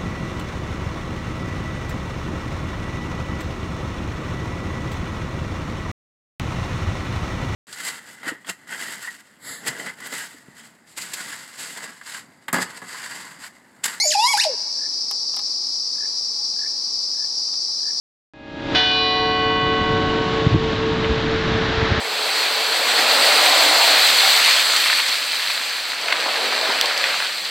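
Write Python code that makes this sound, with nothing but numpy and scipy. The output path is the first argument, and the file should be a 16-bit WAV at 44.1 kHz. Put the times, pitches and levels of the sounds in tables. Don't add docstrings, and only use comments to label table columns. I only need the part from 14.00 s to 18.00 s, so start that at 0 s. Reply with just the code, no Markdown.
import sys
import numpy as np
from scipy import signal
from scipy.fft import rfft, irfft
from scipy.io import wavfile
from scipy.ndimage import map_coordinates

SR = 44100
rng = np.random.default_rng(int(sys.argv[2]) if len(sys.argv) > 2 else 0)


def output_pcm(signal):
    pcm = np.clip(np.atleast_2d(signal).T, -1, 1) * 32767
    wavfile.write(sys.argv[1], SR, np.round(pcm).astype(np.int16))


N = 176400
T = np.arange(N) / SR
TOP_HZ = 15600
ONSET_S, SCATTER_DELAY_S = 0.0037, 0.004
# f/Hz, level/dB
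RASP_SPECTRUM = [(1000, -32), (1800, 1.5), (4000, -4.5), (7000, 4.5), (10000, 0.5), (12000, -8),
                 (15000, -20)]


def undb(db):
    return 10 ** (np.asarray(db) / 20)


def at_hz(hz, points):
    freqs, values = np.array(points).T
    return np.interp(np.log(np.maximum(hz, 1)), np.log(freqs), values)


def colour(x, points):
    hz = np.arange(N // 2 + 1) * SR / N
    return irfft(rfft(x) * undb(at_hz(hz, points)), N)


def noise(points):
    x = colour(rng.standard_normal(N), points)
    return x / x.std()


def walk(rate_hz):
    knots = rng.standard_normal(4096)
    x = map_coordinates(knots, [T * rate_hz], order=3, mode="wrap")
    return x / x.std()


def gate(start, end, ramp):
    inside_s = np.minimum(T - start, end - T)
    return np.sin(np.pi / 2 * np.clip(inside_s / ramp + .5, 0, 1)) ** 2


def pan(x, left_db):
    return x * undb(np.array([[left_db], [-left_db]]) / 2)


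def spread(mid, side):
    return np.array([mid + side, mid - side])


def echo(x, t60s, delay_s):
    hz, t, spectra = signal.stft(rng.standard_normal(N), SR, nperseg=256)
    decay = np.exp(-np.log(1000) * t / at_hz(hz, t60s)[:, None])
    response = signal.istft(spectra * decay, SR)[1][:N] * gate(delay_s, 4, delay_s)
    return signal.fftconvolve(x, response / np.linalg.norm(response))[:N]


def forest():
    # f/Hz, level/dB
    spectrum = [(25, -17), (80, -17), (160, -2.5), (270, 2.5), (560, 1), (680, -4), (860, 2.5),
                (1000, -2.5), (1170, 0.5), (1400, -11), (2400, -9.5), (3300, -14), (6000, -26.5)]
    # f/Hz, level/dB
    width = [(50, 1), (150, -10), (350, -8.5), (700, -3.5), (1400, 1.5), (3000, -3.5)]
    bed = spread(noise(spectrum), colour(noise(spectrum), width)) * undb(-51 + 0.21 * walk(5.97))
    band = noise([(700, -51), (840, 9), (920, 0), (1050, -51)]) * undb(-65 + 4.4 * walk(9.7))
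    return bed + band


def insects():
    # f/Hz, level/dB
    spectrum = [(2900, -43.5), (3400, -29.5), (3850, -19), (4100, -7.5), (4320, -10.5), (4600, 1.5),
                (4900, 2), (5200, 0.5), (5550, 1.5), (5900, -7.5), (6300, -20), (6700, -23.5), (7100, -23),
                (7700, -27.5), (8700, -28), (9600, -34.5), (10600, -37), (11700, -47), (14500, -66),
                (15600, -69)]
    # t/s, level/dB
    swell = [(0, -25.5), (.8, -26), (1.3, -25.5), (4, -24.5)]
    chorus = spread(mid=noise(spectrum), side=undb(-9) * noise(spectrum))
    swell_db = np.interp(T, *np.array(swell).T)
    throb_db = 0.45 * walk(rate_hz=44.9)
    return pan(chorus, left_db=2.5) * undb(swell_db + throb_db)


def far_bird():
    # t/s, level/dB
    calls = [(0.831, -44), (2.022, -42.5), (2.631, -40.5), (3.215, -47.5), (3.873, -46)]
    # t/s, length/s, start f/Hz, end f/Hz, relative level/dB
    syllables = [(-.068, .009, 1640, 1716, -8.5), (-.043, 0.012, 1660, 1723, -2),
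                 (-.02, 0.016, 1736, 1720, 1), (0, 0.019, 1700, 1752, 5), (.019, 0.023, 1732, 1773, 1.5),
                 (.024, .018, 1960, 2320, -7)]
    song = np.zeros(N)
    waver = 1 + 0.022 * walk(500)
    for start, call_db in calls:
        for offset, length, from_hz, to_hz, syllable_db in syllables:
            progress = np.linspace(0, 1, int(length * SR))
            i = int((start + offset) * SR)
            pitch = (from_hz + (to_hz - from_hz) * progress) * np.roll(waver, -i)[:len(progress)]
            envelope = np.sqrt(np.abs(np.sin(np.pi * progress)))
            note = envelope * np.sin(2 * np.pi * np.cumsum(pitch) / SR)
            song[i:i + len(note)] += undb(call_db + syllable_db) * note[:N - i]
    reflections = np.array([echo(song, [(1700, 0.59)], SCATTER_DELAY_S) for _ in range(2)])
    return song + undb(-8) * reflections


def clicks():
    # t/s, knock level/dB, snap level/dB
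    events = [(1.1114, -32, -21.5), (1.34, -38.5, -60), (1.3648, -52, -28), (1.369, -32.5, -43),
              (1.3923, -34, -35), (3.483, -47.5, -60), (3.537, -42, -65)]
    # f/Hz, level/dB
    knock_spectrum = [(300, -46), (800, -1), (1250, -1), (1700, -10), (2800, 1), (5000, 3), (9000, -40)]
    # f/Hz, level/dB
    snap_spectrum = [(3000, -22), (7000, -1), (9200, 1), (11500, -6), (13500, -9), (16000, -16)]
    # f/Hz, relative level/dB, T60/s
    modes = [(813, -8, 0.13), (1080, -5, 0.046), (1230, -2.5, 0.038), (1710, -12.5, 0.067), (3730, 3, .02)]
    knock_decay_s, snap_decay_s = 0.0071, 0.0017
    knock_noise, snap_noise = noise(knock_spectrum), noise(snap_spectrum)
    out = np.zeros(N)
    for start, knock_db, snap_db in events:
        age = np.maximum(T - start, 0)
        ring = sum(undb(db) * np.sin(2 * np.pi * hz * age) * np.exp(-np.log(1000) * age / t60)
                   for hz, db, t60 in modes)
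        knock = ring + knock_noise * np.exp(-age / knock_decay_s)
        snap = snap_noise * np.exp(-age / snap_decay_s)
        out += (T >= start) * (undb(knock_db) * knock + undb(snap_db) * snap)
    return colour(out, [(150, -30), (600, 0)])


def trees(voice):
    # f/Hz, T60/s
    tail_t60 = [(500, 0.76), (1200, 1.44), (3000, 0.92), (7000, 0.54), (14000, 0.21)]
    fronds = colour(voice, [(500, -10), (1000, 7), (2500, 4), (8000, 3.5)])
    near_mid, near_side = (echo(fronds, [(1000, 0.15)], SCATTER_DELAY_S) for _ in range(2))
    tail_mid, tail_side = (echo(voice, tail_t60, delay_s=0.02) for _ in range(2))
    scatter = spread(near_mid, undb(-10.5) * near_side)
    tail = spread(tail_mid, undb(-12) * tail_side)
    return undb(-11.5) * scatter + undb(-24) * tail


def glide(rows, throat, db_per_octave):
    jitter, shimmer_db, shimmer_hz = 0.0031, 4, 79.9
    times, hz, fundamental_db, overtone_db, rasp_db = np.array(rows).T
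    opening = gate(times[0], times[-1], ONSET_S)
    sounding = opening > 0
    t = T[sounding]
    pitch = np.interp(t, times, hz) * (1 + jitter * walk(400)[sounding])
    phase = 2 * np.pi * np.cumsum(pitch) / SR
    out = undb(np.interp(T, times, rasp_db)) * noise(RASP_SPECTRUM)
    out[sounding] += undb(np.interp(t, times, fundamental_db)) * np.sin(phase)
    for k in range(2, 15):
        flicker_db = shimmer_db * np.interp(t * shimmer_hz, np.arange(128), rng.standard_normal(128))
        timbre_db = at_hz(k * pitch, throat) + db_per_octave * np.log2(k / 2)
        db = np.interp(t, times, overtone_db) + timbre_db + flicker_db
        out[sounding] += undb(db) * (k * pitch < TOP_HZ) * np.sin(k * phase)
    return opening * out


def squeal():
    # f/Hz, level/dB
    partials = [(6710, -19), (7330, -21.5), (6100, -30), (13600, -48), (14040, -50)]
    wavering_time = np.cumsum(1 + 0.0082 * walk(400)) / SR
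    tones = sum(undb(db) * np.sin(2 * np.pi * hz * wavering_time) for hz, db in partials)
    rasp = undb(-37) * noise(RASP_SPECTRUM)
    return gate(start=0.071, end=0.1007, ramp=ONSET_S) * (tones + rasp)


def oropendola():
    # t/s, f/Hz, then level/dB of fundamental, overtones and rasp
    echo_and_low_glides = [
        [(0, 850, -34, -62, -58), (.03, 760, -49, -63, -64)],
        [(.035, 948, -34, -62, -60), (.046, 743, -31, -60, -48), (.061, 610, -21.5, -64, -40),
         (.082, 597, -30.5, -63, -43), (.108, 609, -26.5, -60, -50), (.135, 630, -38, -64, -60)],
        [(.147, 896, -26, -29, -38), (.156, 808, -13, -41, -39), (.167, 786.5, -19.5, -39, -45),
         (.185, 825, -13.5, -35.5, -41), (.225, 919, -19.5, -32.5, -42), (.248, 971, -10.5, -33, -48),
         (.27, 1048, -26, -25, -35), (.292, 1129, -35, -24.5, -46), (.308, 1133, -27.5, -26.5, -51),
         (.328, 1099, -39, -26, -32), (.341, 872, -12, -41, -29), (.352, 803, -18, -37, -39),
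         (.373, 821, -25, -41, -38)],
        [(.448, 932, -19, -39, -32), (.456, 650, -23, -41, -44), (.473, 626, -17, -52, -53),
         (.487, 595, -31, -60, -65), (.5, 541, -21.5, -62, -70), (.522, 487, -34.5, -68, -77),
         (.55, 403, -39.5, -75, -80)],
    ]
    # t/s, f/Hz, then level/dB of fundamental, overtones and rasp
    high_glides = [
        [(0, 2050, -26, -19, -51), (.022, 2223, -23, -24.5, -59), (.04, 2310, -34, -19.5, -45),
         (.055, 2306, -32, -19.5, -39), (.072, 2320, -47, -27, -42)],
        [(.103, 4340, -26, -17, -42), (.107, 3320, -25, -14, -38), (.114, 2910, -23.5, -27, -39),
         (.12, 2145, -27.5, -18, -34), (.126, 1800, -27, -30, -28), (.135, 1610, -32, -24.5, -33),
         (.144, 1264, -49, -18, -36)],
        [(.37, 963, -48, -24, -38), (.377, 1491, -23, -28, -23), (.386, 1680, -21.5, -22, -38),
         (.4, 1870, -22, -19.5, -35), (.41, 2506, -23.5, -25.5, -39), (.416, 2734, -19, -17, -50),
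         (.43, 3100, -29.5, -30, -42), (.436, 2610, -24, -23, -34), (.445, 1278, -35, -20.5, -29)],
    ]
    # f/Hz, level/dB
    low_throat = [(1200, -13), (1780, -17), (1950, 1.5), (2250, 3), (2500, 2), (2850, 9), (3050, -8),
                  (3400, -2.5), (3900, 7), (4200, 1), (4450, -22), (4800, 10), (5300, 4), (6300, -18),
                  (6900, -0.5), (8000, -10), (9000, -9), (10000, -17), (11300, -11), (12500, -28),
                  (15000, -33)]
    # f/Hz, level/dB
    high_throat = [(1800, -8), (2500, 0), (3100, -15.5), (3800, 1), (4600, 1.5), (5500, -1.5), (6200, -0.5),
                   (7100, -2), (8200, -9), (9300, -11), (11300, -14.5), (12500, -24), (15000, -32)]
    wiry = squeal()
    low = sum(glide(rows, low_throat, db_per_octave=0) for rows in echo_and_low_glides)
    high = sum(glide(rows, high_throat, db_per_octave=-3) for rows in high_glides)
    return undb(1) * (low + high + wiry)


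def scene():
    call = oropendola()
    return pan(call, left_db=0.1) + trees(call) + far_bird() + clicks() + insects() + forest()


def record(dry):
    lowpass = signal.ellip(10, .1, 80, TOP_HZ, fs=SR, output="sos")
    return signal.sosfilt(lowpass, dry)


dry = scene()
out = record(dry)
output_pcm(out)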